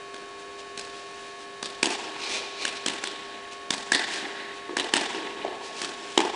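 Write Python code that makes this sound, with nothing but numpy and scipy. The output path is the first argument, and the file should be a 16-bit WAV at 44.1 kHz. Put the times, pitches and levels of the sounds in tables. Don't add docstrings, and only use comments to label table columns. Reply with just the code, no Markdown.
import sys
import numpy as np
from scipy import signal
from scipy.fft import rfft, irfft
from scipy.io import wavfile
from scipy.ndimage import map_coordinates

SR = 44100
rng = np.random.default_rng(int(sys.argv[2]) if len(sys.argv) > 2 else 0)


def waveform_to_disk(signal):
    frames = np.transpose(np.atleast_2d(signal))
    scaled = np.clip(frames, -1, 1) * 32767
    samples = np.round(scaled).astype(np.int16)
    wavfile.write(sys.argv[1], SR, samples)


N = 280035


def juggling(pop_s=.00125, chirp_s=.0008, diffuse_pop_s=.00056, diffuse_crack_s=.00018, crack_send_db=-4):
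    # gain in dB, extra pop gain in dB, crack in dB and Hz, side and facing wall
    # delays in s. The last ball drops to the floor.
    catches = [ (0.144, -41.5, -46.5, 310, -43, 1580, -46, 3300, -1.5, -7, -51, 3600, .018, .021),
               (0.777, -33, -46.5, 245, -46, 2500, -46, 3330, 0, -1, -39, 4020, .0175, 0.018),
               (1.629, -29, -40.5, 266, -39, 1140, -49, 4770, -3, -9, -34, 3650, 0.017, 0.029),
               (1.831, -18, -25.5, 320, -22.5, 2420, -30, 1670, -3, -5, -33.5, 3200, 0.015, .027),
               (2.653, -24.5, -39, 296, -27.5, 1627, -30, 2980, -5, -16, -33.5, 2670, 0.019, 0.027),
               (2.863, -23.5, -32, 284, -34, 1610, -30, 3220, -2, -4, -29.5, 2970, .0175, .0215),
               (3.040, -27, -38.5, 376, -35, 1646, -40, 2200, -6, -2, -31, 3330, 0.02, 0.034),
               (3.707, -21.5, -32.5, 265, -31, 1750, -25.5, 3590, -3.5, -7, -33, 3600, 0.022, 0.031),
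               (3.921, -20.5, -29, 312, -16.5, 1715, -33, 2620, -0.5, -5, -21.5, 3620, 0.015, 0.028),
               (4.228, -50, -38.5, 346, -40.5, 740, -49, 2800, -1, 1, -55, 3170, 0.014, 0.032),
               (4.695, -47, -32.5, 384, -43, 1075, -55, 2820, -1, -10, -56, 3203, 0.014, 0.03),
               (4.770, -23.5, -27, 357, -22.5, 1710, -33, 4200, -2, -13, -27.5, 3010, .0175, .0285),
               (4.939, -18.5, -26, 303, -21, 1770, -25, 2950, -2, -12, -23, 2870, .019, 0.029),
               (5.148, -41, -33, 380, -41.5, 1610, -40, 2800, 1.5, -3, -50, 3200, .018, 0.024),
               (5.450, -42, -30, 405, -24.5, 655, -49, 2800, -3, -6, -46, 3200, 0.013, .029),
               (5.818, -29, -37, 309, -36, 1550, -46, 2140, 0.5, -5, -34, 3270, 0.02, 0.029),
               (6.178, -17, -17, 350, -19, 3060, -22.5, 3820, -6.5, -14, -29, 2500, .0145, .027)]
    # delay in s, thump gain in dB, treble gain in dB.
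    near_echoes = [(.011, -26.5, -11), (0.0357, -13.5, -8.5), (.041, -6, -13.5), (.060, -16, -16),
                   (.074, -10, -13)]
    near, send = np.zeros(N), np.zeros(N)
    t = np.arange(2048) / SR - .008
    for (time_s, slap_db, thud_db, thud_hz, pop_db, pop_hz, chirp_db, chirp_hz,
         outward_db, outward_pop_db, crack_db, crack_hz, side_s, facing_s) in catches:
        start_s = time_s + t[0]
        thump = palm(t, thud_db, thud_hz, slap_db)
        colour = slap_colour(slap_db - thud_db)
        air = ring(t, pop_s, pop_hz, pop_db) + ring(t, chirp_s, chirp_hz, chirp_db)
        add(near, thump + air + at_level(skin(t, colour), slap_db), start_s)
        outward_pop = 1.095 * pop_hz, pop_db + outward_pop_db
        broad_crack = crack(t, diffuse_crack_s, crack_hz, crack_db)
        all_round = thump + ring(t, diffuse_pop_s, *outward_pop) + at_level(smack(t, colour), slap_db)
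        add(send, from_db(outward_db) * all_round + from_db(crack_send_db) * broad_crack, start_s)
        add(near, crunch(broad_crack), start_s)
        dull_side, bright_facing = (side_s, -6.5, -9), (facing_s, -9, -1.5)
        for delay_s, thump_db, treble_db in near_echoes + [dull_side, bright_facing]:
            outward = ring(t, pop_s, *outward_pop) + at_level(skin(t, colour), slap_db)
            treble = from_db(outward_db) * outward + crack(t, chirp_s, crack_hz, crack_db)
            echo = reflect(from_db(thump_db) * thump + from_db(treble_db) * treble)
            add(near, echo, start_s + delay_s + rng.normal(0, .0003))
    return near, send


def palm(t, thud_db, thud_hz, slap_db, thud_s=.0019, lag_s=.001, knock_s=.0012, knock_hz=893):
    firm_slap_db = -22.5
    knock_db = thud_db - 4.5 + .48 * (slap_db - firm_slap_db)
    return ring(t - lag_s, thud_s, thud_hz, thud_db) + ring(t, knock_s, knock_hz, knock_db)


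def slap_colour(slap_lead_db, flat_hand_lead_db=9):
    # frequency in Hz, relative density in dB.
    slap = [(150, -31), (400, -3), (850, -4.5), (1250, -4), (1800, -1), (2500, -2.5), (3300, -2),
            (4800, -2.5), (6500, -4.5), (8200, -4.5), (10000, -11.5)]
    tilt_db_per_octave = -.2334 * max(flat_hand_lead_db - slap_lead_db, 0)
    return [(hz, db + tilt_db_per_octave * np.log2(hz)) for hz, db in slap]


def skin(t, colour, settle_db=-24, settle_s=.0099):
    settling = from_db(settle_db) * (t > 0) * np.exp(-np.abs(t) / settle_s)
    return (swell(t, width_s=.0017) + settling) * noise(colour, len(t))


def smack(t, colour):
    hz = np.fft.rfftfreq(len(t), 1 / SR)
    return irfft(from_db(at_hz(colour, hz)) * np.exp(2j * np.pi * hz * t[0]), len(t))


def crack(t, width_s, hz, db):
    return ring(t, width_s, hz, db) + ring(t, width_s, 1.282 * hz, db - 5.5)


def crunch(x, gain_db=-5.5, grains_per_s=900, peak_s=.027):
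    u = np.arange(int(.12 * SR)) / SR / peak_s
    hits = rng.random(len(u)) < grains_per_s / SR
    grains = hits * rng.standard_normal(len(u)) * (u * np.exp(-u)) ** 2
    return from_db(gain_db) * signal.fftconvolve(x, grains / np.linalg.norm(grains))


def ring(t, width_s, hz, db):
    return at_level(swell(t, width_s) * np.sin(2 * np.pi * hz * t), db)


def swell(t, width_s):
    u = np.maximum(1 + t / (3 * width_s), 0)
    return (u * np.exp(1 - u)) ** 9


def reflect(x, scatter=.5, smear_s=.002):
    t = np.arange(384) / SR
    face = rng.standard_normal(len(t)) * np.exp(-t / smear_s)
    face *= scatter / np.linalg.norm(face)
    face[0] += 1
    return np.convolve(x, face / np.linalg.norm(face))


def hall(x, gain_db=-33.5, build_s=.0064, far_end_s=.19, far_spread_s=.025, far_end_db=3, flutter_hz=90):
    # frequency in Hz, T60 in s.
    hall_t60 = [(100, 12), (300, 3), (1000, 2.5), (1800, 3), (3000, 3), (5000, 1.56), (8000, 1.35)]
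    # frequency in Hz, band gain in dB.
    hall_colour = [(100, -15.5), (200, -10.5), (350, -1), (750, -0.5), (1300, -4), (1800, -5), (3000, -6.5),
                   (5000, -4.5), (9000, -8.5)]
    t = np.arange(int(2.5 * SR)) / SR
    white, hz = rfft(rng.standard_normal(len(t))), np.fft.rfftfreq(len(t), 1 / SR)
    tail = np.zeros(len(t))
    for low_hz in 45 * 2 ** (np.arange(16) / 2):
        high_hz = low_hz * np.sqrt(2)
        centre_hz = np.sqrt(low_hz * high_hz)
        band = irfft(white * ((hz >= low_hz) & (hz < high_hz)), len(t))
        fall_db = -60 * t / at_hz(hall_t60, centre_hz)
        flutter_db = 1.5 * drift(flutter_hz)[:len(t)]
        tail += band * from_db(at_hz(hall_colour, centre_hz) + fall_db + flutter_db)
    build = 1 - np.exp(-(t / build_s) ** 2)
    far_end = np.exp(-((t - far_end_s) / far_spread_s) ** 2)
    tail *= build * from_db(gain_db + far_end_db * far_end)
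    tail *= from_db(2.1 * drift(flutter_hz)[:len(t)])
    return signal.fftconvolve(x, tail)[:N]


def clothes(rest_db=-54.5, rise_share=.45):
    # time of fastest motion in s, level in dB, length in s, rasp share from 0 to 1.
    swishes = [(0.403, -46, 0.035, 0), (0.597, -44, 0.031, 0), (0.97, -47.5, 0.084, 0.07),
               (1.201, -48.5, 0.26, 0), (1.42, -46, 0.044, 0.06), (1.926, -31.5, 0.03, 0.1),
               (2.245, -33.5, 0.1, 0.73), (2.342, -29, 0.098, 0.5), (2.635, -33, 0.1, 0.7),
               (2.767, -36.5, 0.023, .5), (3.53, -43, 0.033, 0.2), (4.147, -33.5, 0.1, 0),
               (4.56, -47, 0.041, 0), (5.657, -41.5, 0.089, 0.2), (5.798, -38, 0.12, 0.17),
               (6.12, -43.5, 0.24, 0)]
    # frequency in Hz, relative density in dB.
    loose_colour = [(100, -27), (330, -4), (800, -0.5), (1300, -4), (1900, -3.5), (2450, 6), (4000, 2),
                    (6000, -0.5), (8000, -4), (10000, -10)]
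    taut_colour = [(200, -14.5), (400, -1.5), (1800, -5), (2150, 3), (2400, 8), (2700, -2), (3400, 1.5),
                   (4100, 5), (4600, 2.5), (5100, -1.5), (5800, -2.5), (7000, -14), (10000, -34)]
    t = np.arange(N) / SR
    loose_power, taut_power = from_db(rest_db) ** 2, 0
    for peak_s, db, length_s, rasp_share in swishes:
        u = (t - peak_s) / (length_s * np.where(t < peak_s, rise_share, 1 - rise_share))
        power = from_db(db) ** 2 / (1 + u ** 2 / 2) ** 4
        loose_power += (1 - rasp_share) * power
        taut_power += rasp_share * power
    slips = from_db(1.5 * drift(rate_hz=300))
    rub = np.sqrt(loose_power) * noise(loose_colour, N)
    rasp = np.sqrt(taut_power) * noise(taut_colour, N)
    return slips * (rub + rasp)


def lights(hum_hz=100.15, buzz_db=-74, waver_db=.77):
    # harmonic number, rms level in dB. Unlisted harmonics sit at buzz_db.
    hum = [(4, -47.5), (5, -61.5), (6, -66.5), (7, -52), (9, -63), (11, -46.5), (13, -64.5), (15, -64),
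           (17, -54.5), (18, -57.5), (21, -62.5), (22, -63), (24, -60.5), (25, -62), (26, -65), (27, -70),
           (28, -65), (29, -64.5), (31, -60.5), (33, -99), (37, -63.5), (38, -61.5), (42, -71.5), (44, -63)]
    harmonic_db = dict(hum)
    t, out = np.arange(N) / SR, np.zeros(N)
    for k in range(3, 47):
        level_db = harmonic_db.get(k, buzz_db) - waver_db * drift(rate_hz=3)
        out += np.sqrt(2) * from_db(level_db) * np.sin(2 * np.pi * (k * hum_hz * t + rng.random()))
    return out


def room_hush(level_db=-48):
    # frequency in Hz, relative density in dB.
    hush = [(20, -12), (45, -5.5), (90, -8), (150, -5), (220, -3), (320, 4.5), (550, 1.5), (850, -1.5),
            (1250, -4.5), (1700, -0.5), (2300, -13), (4300, -10), (6300, -15), (10000, -20)]
    return from_db(level_db) * noise(hush, N)


def from_db(db):
    return 10 ** (np.asarray(db) / 20)


def at_level(x, db):
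    return from_db(db) * x * np.sqrt(.008 * SR / np.sum(x ** 2))


def at_hz(points, hz):
    points_hz, values = np.transpose(points)
    return np.interp(np.log(np.maximum(hz, 1)), np.log(points_hz), values)


def noise(colour, size):
    hz = np.fft.rfftfreq(size, 1 / SR)
    x = irfft(from_db(at_hz(colour, hz)) * np.exp(2j * np.pi * rng.random(len(hz))), size)
    return x / np.sqrt(np.mean(x ** 2) + 1e-20)


def drift(rate_hz):
    knots = rng.standard_normal(4000)
    return map_coordinates(knots, [np.arange(N) / SR * rate_hz], order=1, mode="wrap") * np.sqrt(3 / 2)


def add(out, x, start_s):
    i = max(round(start_s * SR), 0)
    out[i:i + len(x)] += x[:max(len(out) - i, 0)]


def scene(cloth_send_db=-6):
    near, send = juggling()
    swish = clothes()
    reverb = hall(send + from_db(cloth_send_db) * swish)
    mono = near + swish + reverb + lights() + room_hush()
    return np.stack([mono, mono])


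def record(dry, ceiling=.85, cutoff_hz=10150):
    rounded = dry / (1 + (dry / ceiling) ** 4) ** .25
    return signal.sosfilt(signal.ellip(10, .2, 70, cutoff_hz, fs=SR, output="sos"), rounded)


dry = scene()
out = record(dry)
waveform_to_disk(out)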